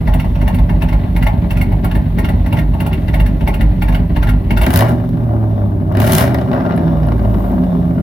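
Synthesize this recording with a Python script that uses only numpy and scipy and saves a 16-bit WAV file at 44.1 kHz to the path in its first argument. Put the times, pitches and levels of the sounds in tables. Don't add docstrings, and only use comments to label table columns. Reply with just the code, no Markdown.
import sys
import numpy as np
from scipy import signal
from scipy.fft import rfft, irfft, next_fast_len
from scipy.io import wavfile
from scipy.ndimage import uniform_filter1d, map_coordinates

SR = 44100
rng = np.random.default_rng(int(sys.argv[2]) if len(sys.argv) > 2 else 0)


def transcribe(u):
    v = np.clip(np.atleast_2d(u).T, -1, 1)
    q = np.round(v * 32767).astype(np.int16)
    wavfile.write(sys.argv[1], SR, q)


N = 353682
TIME = np.arange(N) / SR
IDLE_FIRINGS_HZ, IDLE_END_S = 46.8, 4.57


CYLINDERS = [4, -6.5, 1, 3.5, -9, 1, 0.5, -5.5]
def firings(idle_scatter_db, rev_scatter_db, hard_db, jitter_s):
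    hard = np.transpose(CHUFFS)[0]
    hard = hard[hard < IDLE_END_S + 1 / IDLE_FIRINGS_HZ]
    marks = loping_clock(np.append(0, hard))
    per_gap = np.maximum(np.round(np.diff(marks) * IDLE_FIRINGS_HZ), 1)
    count = np.append(0, np.cumsum(per_gap)).astype(int)
    index = np.arange(count[-1] + 1)
    idle_times = np.interp(np.interp(index, count, marks), loping_clock(TIME), TIME)
    idle_db = 0.68 * np.take(CYLINDERS, index, mode="wrap")
    idle_db += idle_scatter_db * rng.standard_normal(len(index))
    idle_db[count[1:]] += hard_db
    fired = cycles_turned() * len(CYLINDERS)
    index = np.arange(1, int(fired[-1]))
    rev_db = np.take(CYLINDERS, index, mode="wrap") + rev_scatter_db * rng.standard_normal(len(index))
    times = np.append(idle_times, np.interp(index, fired, TIME))
    return times + jitter_s * rng.standard_normal(len(times)), amp(np.append(idle_db, rev_db))


LOPES = [0.278, 0.619, .96, 1.31, 1.65, 1.99, 2.33, 2.62, 2.95, 3.289, 3.62, 3.97, 4.311, 4.65]
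def loping_clock(times, speed_swing=0.08):
    lope = np.interp(times, LOPES, np.arange(len(LOPES)))
    return times + speed_swing * np.mean(np.diff(LOPES)) * np.sin(2 * np.pi * lope) / (2 * np.pi)


def idle_level(db, swell_db):
    crests = np.array(LOPES)
    nearest = crests[np.searchsorted((crests[1:] + crests[:-1]) / 2, TIME)]
    return db + swell_db * bump(nearest, width_s=0.015)


# t/s, f/Hz
FIRST_REV = [(4.57, 5.84), (4.624, 6.47), (4.714, 9.93), (4.796, 13.2), (4.872, 14.8), (5.036, 15.6),
             (5.274, 14.2), (5.686, 12.4), (5.88, 11.9)]
SECOND_REV = [(5.92, 11.6), (5.98, 12.1), (6.07, 15.0), (6.15, 19.7), (6.24, 24.3), (6.31, 24.4),
              (7.21, 18.1), (7.67, 16.2), (8.02, 15.5)]
def engine_speed():
    return curves(np.vstack([FIRST_REV, SECOND_REV]))[0]


def cycles_turned():
    turned = np.cumsum(engine_speed()) / SR
    return turned - turned[int(IDLE_END_S * SR)]


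def doublings():
    return np.log2(engine_speed() / 15)


# t/s, opening time/s, time held/s, change in sizzle at the top/dB
BLIPS = [(4.55, 0.059, 0.18, 5.5), (5.889, 0.099, 0.19, -2.5)]
def throttle(closing_s=0.24):
    return sum(curves([(s, 0), (s + rise, 1), (s + rise + hold, 1), (s + rise + hold + closing_s, 0)])[0]
               for s, rise, hold, _ in BLIPS)


def rev_level(db, per_doubling_db, throttle_db):
    return db + per_doubling_db * doublings() + throttle_db * throttle()


def exhaust_pipe(times, sizes):
    pulses = unit(spikes(times, sizes))
    swirl = unit(puffs(times, sizes, rise_s=0.0021, t60=0.14) * rng.standard_normal(N))
    return boom(pulses, swirl) + throb(pulses, swirl) + burble(pulses, swirl)


def rev_share():
    return curves([(4.55, 0.099), (4.75, 0.78)])[0]


def pipe_gain(idle_db, rev_db):
    share = rev_share()
    stumble_db = (1.5 + 0.08 * share) * wobble(20)
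    return amp((1 - share) * idle_db + share * rev_db + stumble_db)


# f/Hz, width/Hz, level/dB
BOOM_NOTES = [(28, 7, -40), (52.46, 3.4, -1.5), (64.1, 4.4, -4)]
# t/s, relative level/dB
BOOM_SURGES = [(0.0, -30), (0.05, -18.5), (0.17, -13), (0.19, -24.5), (0.5, -12.5), (0.58, -35),
               (0.61, -13.5), (0.65, -14.5), (0.69, -28), (0.75, -12), (0.9, -20), (0.97, -13),
               (1.01, -26.5), (1.13, -20), (1.25, -13), (1.45, -17), (1.54, -22), (1.59, -18), (1.88, -19),
               (1.92, -20), (2.0, -15), (2.16, -26.5), (2.22, -15), (2.47, -19), (2.89, -17), (3.0, -35),
               (3.14, -14.5), (3.23, -10), (3.29, -17), (3.51, -18), (3.56, -28.5), (3.63, -9), (3.71, -15),
               (3.74, -30), (3.84, -14), (3.93, -16.5), (3.96, -17), (4.28, -16), (4.3, -14), (4.6, -25)]
def boom(pulses, swirl):
    gain = pipe_gain(curves(BOOM_SURGES)[0] + 0.4, rev_level(-28.5, per_doubling_db=-13.5, throttle_db=1))
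    ring = resonate(pulses + 0.24 * swirl, BOOM_NOTES)
    return gain * even(band(ring, 24.5, 84.4), 0.058)


# f/Hz, width/Hz, level/dB
THROB_NOTES = [(78, 7.9, 3.5), (111.7, 11.8, 1), (153.9, 10.2, -0.5), (175.3, 12.6, -1.5)]
def throb(pulses, swirl):
    gain = pipe_gain(idle_level(-15, swell_db=0.5), rev_level(-22.5, 0.5, throttle_db=7.2))
    ring = resonate(pulses + (0.36 + 1.08 * rev_share()) * swirl, THROB_NOTES)
    return gain * even(band(ring, 53.3, 211.4), 0.083)


# f/Hz, width/Hz, level/dB
BURBLE_NOTES = [(203.7, 15.5, -1), (249.8, 6.25, 1.5), (298.1, 7.6, -1.5), (346, 11.5, -13),
                (372.2, 12, -15), (414.4, 14.8, -15), (478.7, 11, -15)]
DAMPED_NOTES = [(197.6, 30, -2), (249.06, 24, -1), (301.7, 17, -4), (328.3, 25, -6.5), (366.5, 28, -9),
                (415, 26, -15)]
def burble(pulses, swirl):
    cool = resonate(pulses + 0.93 * swirl, BURBLE_NOTES)
    hot = hot_ring(pulses + 0.7 * swirl, DAMPED_NOTES)
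    gain = pipe_gain(idle_level(-23.5, swell_db=1), rev_level(-21, 1.9, throttle_db=5.3))
    share = rev_share()
    return gain * even(band((1 - share) * cool + share * hot, 164.4, 474), 0.092)


# t/s, heat from 0 to 1
HEAT = [(4.6, 0.02), (4.9, 0.7), (5.5, 0), (5.9, 0.1), (6.3, 1), (6.7, 0.8), (7.3, 0.25), (8.02, 0.24)]
def hot_ring(x, notes, pitch_rise=0.051):
    samples = np.arange(N)
    pitch = 1 + pitch_rise * curves(HEAT)[0]
    clock = np.cumsum(pitch) / pitch.mean()
    raised = [(hz * pitch.mean(), width, db) for hz, width, db in notes]
    ring = resonate(np.interp(samples, clock, x), raised)
    return np.interp(clock, samples, ring)


DRONE_TONES = {3: [(4.9, -43.5), (5.05, -23), (5.4, -35), (6.7, -30.5), (7.0, -17.5), (7.3, -16),
               (7.55, -20), (8.02, -32)], 5: [(4.6, -37), (4.75, -20), (5.15, -40), (5.4, -45),
               (5.95, -41.5), (6.28, -14.5), (6.6, -26.5), (6.85, -38.5), (7.4, -44), (7.65, -34.5),
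               (8.02, -29)], 6: [(6.1, -52), (6.5, -23), (6.75, -30), (7.05, -21), (7.3, -16.5),
               (7.6, -41.5)], 8: [(4.6, -8), (4.7, -15), (4.84, -12), (5.0, -22.5), (5.3, -15.5),
               (5.6, -19.5), (5.88, -22), (6.03, -10), (6.12, -22), (6.32, -22.5), (6.55, -23), (6.87, -16),
               (7.15, -27.5), (7.4, -41), (7.7, -26.5), (8.02, -19)], 10: [(5.9, -46), (6.02, -18),
               (6.2, -49), (6.6, -28), (6.9, -36), (7.3, -35), (7.5, -33), (7.8, -27), (8.02, -34)],
               11: [(4.75, -39), (4.9, -26.5), (5.2, -24.5), (5.6, -34.5), (6.2, -38.5), (6.38, -27),
               (6.75, -23.5), (7.05, -26.5), (7.35, -27), (7.6, -18), (7.8, -16), (8.02, -21.5)],
               13: [(7.0, -42.5), (7.3, -47), (7.7, -41.5), (8.02, -20)], 15: [(7.3, -42.5), (7.58, -20.5),
               (7.85, -48.5)]}
def drone(waver_db, gain_db):
    phase, tones = 2 * np.pi * cycles_turned(), 0
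    revving, = curves([(4.56, 0.22), (4.63, 0.89)])
    for multiple, levels in DRONE_TONES.items():
        db, = curves(levels)
        wave = np.sqrt(2) * np.sin(multiple * phase + 2 * np.pi * rng.random() + 0.25 * wobble(25))
        tones += amp(db + gain_db + waver_db * wobble(22)) * wave
    return revving * tones


def punch(times, sizes, level_db):
    thump = band(resonate(spikes(times, sizes), [(115.0, 15, 0)]), 65, 127)
    return throttle() * amp(level_db) * even(thump, 0.025)


# f/Hz, width/Hz, level/dB
MUFFLER_NOTES = [(323, 50, 7), (378, 56, -1), (584, 80, -3)]
def bellow(times, sizes, level_db):
    ring = band(resonate(spikes(times, sizes), MUFFLER_NOTES), 268, 720)
    return np.sqrt(throttle()) * amp(level_db) * even(ring, 0.038)


# f/Hz, width/Hz, level/dB
BARK_NOTES = [(582, 45, 2.5), (724, 146, 2.5), (887.5, 64, 8), (1091, 49, 0)]
TIP_NOTES = [(1433, 110, -0.5), (1825, 400, -1.5), (2168, 56, -1.5), (2404, 72, -9.5), (2736, 105, -1),
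             (3525, 160, -9.5), (4420, 620, -9), (5640, 410, -3)]
# f/Hz, level/dB
SPIT_COLOUR = [(2500, -24), (4500, 3.5), (6000, -42.5), (7000, -5.5), (9000, 4.5), (11500, 7), (15500, 3),
               (17000, -15.5)]
# t/s, level/dB, tip ring f/Hz, bark level/dB, spit level/dB
CHUFFS = [(0.0747, -17, 1860, -20, -43), (0.1378, -19.5, 2100, -21, -34.5), (0.1981, -17, 2180, -30, -38),
          (0.2452, -27, 1850, -25.5, -46.5), (0.3551, -23.5, 2650, -27, -50.5),
          (0.415, -21.5, 2160, -22.5, -43), (0.4783, -16, 1876, -18, -35), (0.5445, -20, 2180, -44, -37),
          (0.5865, -21.5, 2180, -25, -45), (0.6946, -19.5, 1820, -21, -43.5),
          (0.8207, -15, 2684, -20.5, -36), (0.8881, -20, 2060, -30, -43.5),
          (0.9283, -20.5, 2120, -23.5, -42.5), (1.1639, -18, 2110, -23.5, -35.5),
          (1.226, -15.5, 1940, -25.5, -35), (1.2674, -15, 2100, -14.5, -35),
          (1.507, -15.5, 2630, -23, -34.5), (1.5701, -18, 2470, -34, -38.5), (1.6135, -17, 2035, -25, -32),
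          (1.7207, -25.5, 2150, -24.5, -46), (1.8444, -15.5, 1395, -19.5, -33),
          (1.9134, -20.5, 1680, -29, -42.5), (1.9522, -19.5, 1834, -22.5, -38),
          (2.1862, -15.5, 1840, -23, -33.5), (2.246, -15.5, 2130, -28.5, -39.5),
          (2.2881, -19.5, 2030, -21, -37.5), (2.4622, -21.5, 2010, -28, -41.5),
          (2.5269, -17, 2226, -17.5, -35.5), (2.5695, -19, 2040, -26.5, -41.5),
          (2.588, -16.5, 1845, -35, -37.5), (2.7381, -29, 2710, -22, -47), (2.804, -17, 2024, -22, -34),
          (2.8646, -18, 1246, -20, -34.5), (2.9305, -17.5, 2710, -42, -39), (3.0816, -20, 2060, -28, -44.5),
          (3.141, -12.5, 2120, -21, -34), (3.2, -17, 1875, -24, -36), (3.2626, -18.5, 1710, -42, -38.5),
          (3.4086, -24.5, 2700, -27.5, -46.5), (3.476, -13, 2153, -16, -33),
          (3.5408, -17.5, 2760, -32, -36.5), (3.609, -18.5, 1834, -28.5, -37),
          (3.821, -14, 2220, -20.5, -33.5), (3.8842, -16.5, 1734, -22, -38), (3.925, -21.5, 2300, -25, -43),
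          (3.9474, -15.5, 2883, -30, -37.5), (4.1628, -17, 1744, -21.5, -40), (4.2282, -14, 1376, -24, -37),
          (4.2709, -19.5, 1705, -26, -42), (4.2902, -15, 1400, -28.5, -35), (4.5071, -15, 2220, -22, -36),
          (4.5729, -10, 1486, -23, -33), (4.6146, -13, 2200, -15.5, -28), (4.6344, -12.5, 2250, -26, -34)]
def chuffs(variety_db):
    times, db, _, bark_db, spit_db = np.transpose(CHUFFS)
    bark = resonate(noise(), BARK_NOTES) * puffs(times - .004, amp(bark_db - 3), rise_s=0.00057, t60=0.25)
    leak = resonate(noise(), TIP_NOTES) * puffs(times - .011, amp(db - 19.5), rise_s=0.0024, t60=0.19)
    gas, tip = noise(), 0
    for hz, width, note_db in TIP_NOTES:
        sizes = amp(db + note_db - 17 + variety_db * rng.uniform(-1, 1, len(times)))
        ring = resonate(gas, [(hz, width, note_db)])
        tip += ring * puffs(times - .002, sizes, rise_s=0.00091, t60=0.082)
    spit = coloured(noise(), SPIT_COLOUR) * puffs(times - .002, amp(spit_db), rise_s=0.0023, t60=0.089)
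    return band(bark, 420, 1700) + band(tip + leak, 1070, 3970) + spit


def tip_ring(rise_s, t60, drift_rad=0.16):
    rings, t = np.zeros(N + SR), TIME[:SR // 8]
    shape = puff_shape(t, rise_s, t60)
    for s, db, hz, *_ in CHUFFS:
        phase = 2 * np.pi * hz * t + drift_rad * np.cumsum(rng.standard_normal(len(t)))
        size = amp(1.2 * db - 5)
        rings[round((s - .002) * SR):][:len(t)] += size * shape * np.sin(phase)
    return band(rings[:N], 1100, 4000)


# t/s, level/dB, f/Hz
CLEAN_RINGS = [(1.267, -14.5, 2090), (1.6136, -14.5, 2117)]
def clean_rings(rise_s, t60):
    rings, t = np.zeros(N + SR), TIME[:SR // 8]
    shape = puff_shape(t, rise_s, t60)
    for s, db, hz in CLEAN_RINGS:
        rings[round(s * SR):][:len(t)] += amp(db) * shape * np.sin(2 * np.pi * hz * t)
    return rings[:N]


# f/Hz, level/dB
IDLE_COLOUR = [(300, -20), (480, -10.5), (570, 3), (780, -1.5), (1000, -4.5), (1250, -8), (2200, -9),
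               (3100, -15), (3400, -21.5), (4200, -19.5), (6500, -54), (16000, -56)]
def idle_puffs(times, sizes, scatter_db):
    idling, = curves([(4.55, 0.93), (4.65, 0.22)])
    flow = even(puffs(times, sizes, rise_s=0.0049, t60=0.22), 0.22) + 0.094
    hollow = unit(band(coloured(noise() * flow, IDLE_COLOUR), 360, 1200))
    uneven = sizes * amp(scatter_db * rng.standard_normal(len(sizes)))
    flow = even(puffs(times, uneven, rise_s=0.0038, t60=0.1), 0.59) + 0.2
    fizz = unit(band(coloured(noise() * flow, IDLE_COLOUR), 1500, 7000))
    return idling * (amp(idle_level(-34, 0.76)) * hollow + amp(idle_level(-44.5, 0.33)) * fizz)


# f/Hz, level/dB
GROWL_COLOUR = [(250, -12), (400, -7.5), (480, -2), (520, -7), (570, 3.5), (720, 1), (800, -5), (890, -4.5),
                (1080, -5.5), (1300, -11.5), (1700, -21.5), (3000, -55)]
SIZZLE_COLOUR = [(700, -0.5), (1400, 5.5), (1900, 0), (2130, -1), (2330, 2.5), (2650, -13), (2900, 0.5),
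                 (3300, -17), (3650, -8.5), (4500, -17), (5600, -18.5), (7000, -54), (16000, -38)]
# t/s, relative level/dB
GROWL_LEVELS = [(4.57, -29), (4.68, -24.5), (4.82, -17.5), (4.95, -29), (5.1, -34.5), (5.35, -29.5),
                (5.55, -32), (5.85, -31), (5.95, -23), (6.22, -20.5), (6.35, -24), (6.47, -28),
                (6.53, -21.5), (6.75, -24), (6.9, -26), (7.2, -27.5), (7.35, -28.5), (8.02, -29.5)]
def rasp(times, sizes, scatter_db, flutter_db):
    revving, = curves([(4.55, 0), (4.62, 1)])
    sizes = sizes * amp(scatter_db * rng.standard_normal(len(sizes)))
    flow = even(puffs(times, sizes, rise_s=0.00019, t60=0.031), 0.16)
    ring = even(resonate(spikes(times, sizes), [(581, 78, -5.5), (678, 78, -6.5), (728, 90, -7)]), .1)
    growl = amp(-1.5) * coloured(noise() * (flow + 0.5), GROWL_COLOUR)
    growl += amp(-5.5) * even(band(ring, 538, 1100), 0.019)
    growl *= amp(curves(GROWL_LEVELS)[0])
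    sizzle = coloured(noise() * even(flow + 0.19 + 0.72 * throttle(), 0.064), SIZZLE_COLOUR)
    top_db = sum(db * bump(s + rise + hold, width_s=0.13) for s, rise, hold, db in BLIPS)
    sizzle *= amp(rev_level(-51, per_doubling_db=13.4, throttle_db=25.1) + top_db)
    return revving * amp(flutter_db * wobble(18)) * (growl + sizzle)


# f/Hz, level/dB
JET_COLOUR = [(1500, -30), (2800, -0.5), (4000, -3.5), (5500, -4), (7000, -8.5), (9000, -2), (12000, 1.5),
              (15500, -3.5), (17000, -7)]
# t/s, level/dB
JET_LEVELS = [(4.5, -80), (4.6, -45), (4.72, -34.5), (4.77, -27), (4.815, -34), (4.84, -40), (4.9, -40.5),
              (4.98, -60), (5.1, -79.5), (5.88, -82), (5.95, -55.5), (6.02, -31), (6.11, -29.5),
              (6.128, -26), (6.19, -23), (6.225, -26.5), (6.26, -37), (6.31, -47), (6.55, -71)]
def jet(times, sizes):
    flow = even(puffs(times, sizes, rise_s=.0004, t60=0.048), 0.14) + 0.65
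    return amp(curves(JET_LEVELS)[0]) * coloured(noise() * flow, JET_COLOUR)


# t/s, relative level/dB, extra level of the snap/dB
POPS = [(4.665, -3.5, -18), (4.7048, -8.5, -15.5), (4.7377, -9, -9), (4.7592, -8, -4), (4.7733, -20, 7.5),
        (4.7908, -13.5, -2.5), (4.8076, -5.5, -14.5), (5.0907, -31, -11), (5.922, -25.5, -15),
        (5.9506, -16, -24), (5.9707, -11, -21), (6.0023, -10.5, -11), (6.017, -8.5, -21), (6.041, -11, -23),
        (6.0674, -17, -7), (6.076, -13, -9), (6.098, -13, -17), (6.1215, -24, 11.5), (6.1335, -25.5, 12.5),
        (6.151, -22, 11.5), (6.183, -10, -0.5), (6.199, -14.5, -5), (6.215, -18, -4), (6.2595, -17.5, -22),
        (6.345, -11.5, -15.5), (6.385, -14.5, -32), (6.4133, -17, -27), (6.5145, -17.5, -29),
        (6.531, -14, -28.5), (6.6038, -31.5, -34.5), (6.6617, -19.5, -36), (6.7082, -18, -37),
        (6.7215, -16.5, -38), (6.776, -17, -39.5), (6.8782, -22.5, -35), (7.0309, -22.5, -30),
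        (7.05, -24.5, -29), (7.0854, -21, -25), (7.1198, -18, -33), (7.193, -23, -28.5),
        (7.2485, -25.5, -34), (7.3414, -20.5, -28), (7.5164, -32, -14), (7.6365, -23.5, -28)]
def pops(firing_times):
    times, db, snap_db = np.vstack([POPS, crackles(firing_times)]).T
    muffled = amp(np.minimum(db - 3.5, -22))
    thud = coloured(noise(), GROWL_COLOUR) * puffs(times - .001, muffled, rise_s=0.00067, t60=0.041)
    crack = coloured(noise(), SIZZLE_COLOUR) * puffs(times, amp(db - 8), rise_s=0.0004, t60=0.028)
    snap = coloured(noise(), JET_COLOUR) * puffs(times, amp(db + snap_db + 3), rise_s=0.0001, t60=0.011)
    return thud + crack + snap


def crackles(times, share=0.2, snap_db=-20.5):
    chance, scatter = rng.random(len(times)), rng.standard_normal(len(times))
    db = -38 + 5 * np.interp(times, TIME, doublings()) + 3 * scatter
    rows = np.column_stack([times, db, np.full(len(times), snap_db)])
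    return rows[(times > IDLE_END_S) & (chance < share)]


# f/Hz, level/dB
SPUTTER_COLOUR = [(700, -9), (1300, 17), (1900, 2), (2600, -4.5), (3700, -11.5), (4600, -16), (5500, -16.5),
                  (6500, -33), (16000, -39)]
def afterburn(times, sizes, level_db, start_s=6.505, rise_s=.01, hold_s=0.1, fade_s=0.18):
    age = np.maximum(TIME - start_s, 0)
    burn = (1 - np.exp(-age / rise_s)) * np.exp(-np.maximum(age - hold_s, 0) / fade_s)
    flares = burn * even(puffs(times, sizes, rise_s=.0004, t60=0.032), 0.055)
    return flares * amp(level_db) * coloured(noise(), SPUTTER_COLOUR)


# f/Hz, width/Hz, level/dB
GRAVEL_NOTE = [(10700, 2500, 0)]
# t/s, level/dB
GRAVEL_TICKS = [(0.556, -38), (4.297, -41), (6.387, -46), (6.543, -44), (6.7635, -35.5), (6.776, -37),
                (7.068, -39), (7.121, -47), (7.178, -45), (7.278, -49)]
def gravel(rise_s, t60):
    times, db = np.transpose(GRAVEL_TICKS)
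    return band(resonate(noise(), GRAVEL_NOTE), 8800, 13000) * puffs(times, amp(db), rise_s, t60)


# f/Hz, t/s
ECHO_FADE = [(200, 0.37), (2000, 0.2), (12000, 0.12)]
# f/Hz, level/dB
ECHO_LEVELS = [(60, -37), (250, -13.5), (600, -8), (2000, -5.5), (12000, -12)]
def lot_echo(x):
    hz, t, spectrum = signal.stft(rng.standard_normal((2, SR // 3)), SR, nperseg=256)
    fade = amp(-60 * t / along(ECHO_FADE, hz)[:, None])
    tail = signal.istft(spectrum * fade, SR, nperseg=256)[1]
    echo = signal.fftconvolve(x, tail / np.linalg.norm(tail[0]), axes=1)[:, :N]
    return filtered(echo, lambda hz: amp(along(ECHO_LEVELS, hz)))


# f/Hz, level/dB
HISS_COLOUR = [(3000, 0.5), (7000, -13.5), (9500, -5.5), (13000, -1), (15500, -6), (17000, -34)]
# t/s, relative level/dB
HISS_LEVELS = [(0, -54), (2.9, -55.5), (3.03, -52), (3.2, -55), (4.5, -55.5), (5.1, -56.5), (5.85, -58.5),
               (6.4, -55), (6.9, -55.5), (7.25, -53), (7.42, -50.5), (7.6, -54.5), (7.85, -55), (8.02, -56)]
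def hiss(gain_db):
    shrill = resonate(noise(), [(12800, 900, -3), (13500, 450, 2), (14400, 800, -3.5)])
    air = coloured(rng.standard_normal((2, N)), HISS_COLOUR)
    return amp(curves(HISS_LEVELS)[0] + gain_db) * air + amp(-50.5) * bump(7.43, width_s=0.13) * shrill


# f/Hz, width/Hz, level/dB
WHISTLE_NOTES = [(3590, 240, 2), (5730, 93, -8.5)]
def whistles(level_db, waver_db):
    return amp(level_db + waver_db * wobble(5)) * resonate(noise(), WHISTLE_NOTES)


# f/Hz, likeness from 0 to 1
LIKENESS = [(60, .99), (400, .95), (1000, .7), (2000, .75), (4000, .45), (15000, .4)]
def noise():
    angle = lambda hz: np.arccos(along(LIKENESS, hz)) / 2
    weights = lambda hz: np.array([np.cos(angle(hz)), np.sin(angle(hz))])
    mid, side = filtered(rng.standard_normal((2, N)), weights)
    return np.array([mid + side, mid - side])


def amp(db):
    return 10 ** (np.asarray(db) / 20)


def unit(x):
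    return x / np.sqrt(np.mean(x ** 2) + 1e-20)


def along(points, hz):
    freqs, values = np.transpose(points)
    return np.interp(np.log(hz + 1), np.log(freqs + 1), values)


def curves(rows):
    times, *columns = np.transpose(rows)
    return [np.interp(TIME, times, column) for column in columns]


def bump(centre_s, width_s):
    return np.exp(-((TIME - centre_s) / width_s) ** 2)


def wobble(rate):
    return map_coordinates(rng.standard_normal(int(N * rate / SR) + 4), [TIME * rate])


def filtered(x, response):
    size = next_fast_len(N + SR // 2)
    return irfft(rfft(x, size) * response(np.fft.rfftfreq(size, 1 / SR)), size)[..., :N]


def coloured(x, colour):
    return unit(filtered(x, lambda hz: amp(along(colour, hz))))


def resonate(x, notes):
    def response(f):
        return sum((-1) ** k * amp(db) * 1j * f * width / (hz * hz - f * f + 1j * f * width)
                   for k, (hz, width, db) in enumerate(notes))
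    return unit(filtered(x, response))


def band(x, low_hz, high_hz):
    return signal.sosfilt(signal.butter(3, [low_hz, high_hz], "band", fs=SR, output="sos"), x)


def even(x, seconds):
    size = int(seconds * SR)
    power = np.abs(uniform_filter1d(uniform_filter1d(x ** 2, size), size))
    return x / np.sqrt(power + 1e-4 * np.mean(x ** 2))


def spikes(times, sizes):
    return np.bincount(np.clip(np.round(times * SR).astype(int), 0, N), sizes, N + 1)[:N]


def puff_shape(t, rise_s, t60):
    shape = (1 - np.exp(-t / rise_s)) ** 2 * amp(-60 * t / t60)
    return shape / shape.max()


def puffs(times, sizes, rise_s, t60):
    shape = puff_shape(TIME[:SR // 4], rise_s, t60)
    return np.sqrt(np.abs(signal.fftconvolve(spikes(times, sizes ** 2), shape ** 2)[:N]))


def scene():
    times, sizes = firings(idle_scatter_db=3.0, rev_scatter_db=2.5, hard_db=1.5, jitter_s=0.00046)
    gas = idle_puffs(times, sizes, scatter_db=0.5)
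    gas += rasp(times, sizes, scatter_db=3.0, flutter_db=1.5) + jet(times, sizes)
    popping = afterburn(times, sizes, level_db=-30.5) + pops(times)
    pipe = exhaust_pipe(times, sizes) + drone(waver_db=0.75, gain_db=1.1)
    pipe += punch(times, sizes, level_db=-24.0) + bellow(times, sizes, level_db=-25.5)
    tip = chuffs(variety_db=6.0) + tip_ring(rise_s=0.0011, t60=0.064)
    tip += clean_rings(rise_s=0.0013, t60=0.026)
    near = pipe + gas + popping + tip + gravel(rise_s=0.0005, t60=0.018)
    return near + lot_echo(near) + hiss(gain_db=3.5) + whistles(level_db=-62.0, waver_db=5.5)


# f/Hz, level/dB
LEFT_LOUDER = [(60, -1.0), (92, 0), (140, -5), (210, 2.5), (330, 0), (500, 6), (770, 2.5), (1170, 1.5),
               (1790, 1.5), (2740, 1), (4190, 0), (6410, 10), (9810, -4.5), (15000, 9)]
# f/Hz, phase/rad
LEFT_AHEAD = [(0, 0), (520, 0.0), (1120, -2.0), (1460, -2.1), (1720, 0.7), (2500, -1.7), (4480, 0.1),
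              (6550, -1.0), (8700, 4.0), (11500, 5.6), (15900, 5.9), (16400, 5.5)]
def record(dry, top_hz=15900):
    def microphones(hz):
        lead = along(LEFT_AHEAD, hz) * np.minimum(hz / 500, 1)
        sides = np.array([[.5], [-.5]])
        return amp(sides * along(LEFT_LOUDER, hz)) * np.exp(1j * sides * lead)
    heard = filtered(dry * signal.windows.tukey(N, .003), microphones)
    rounded = heard / (1 + np.abs(heard) ** 6) ** (1 / 6)
    return filtered(rounded, lambda hz: hz < top_hz)


dry = scene()
out = record(dry)
transcribe(out)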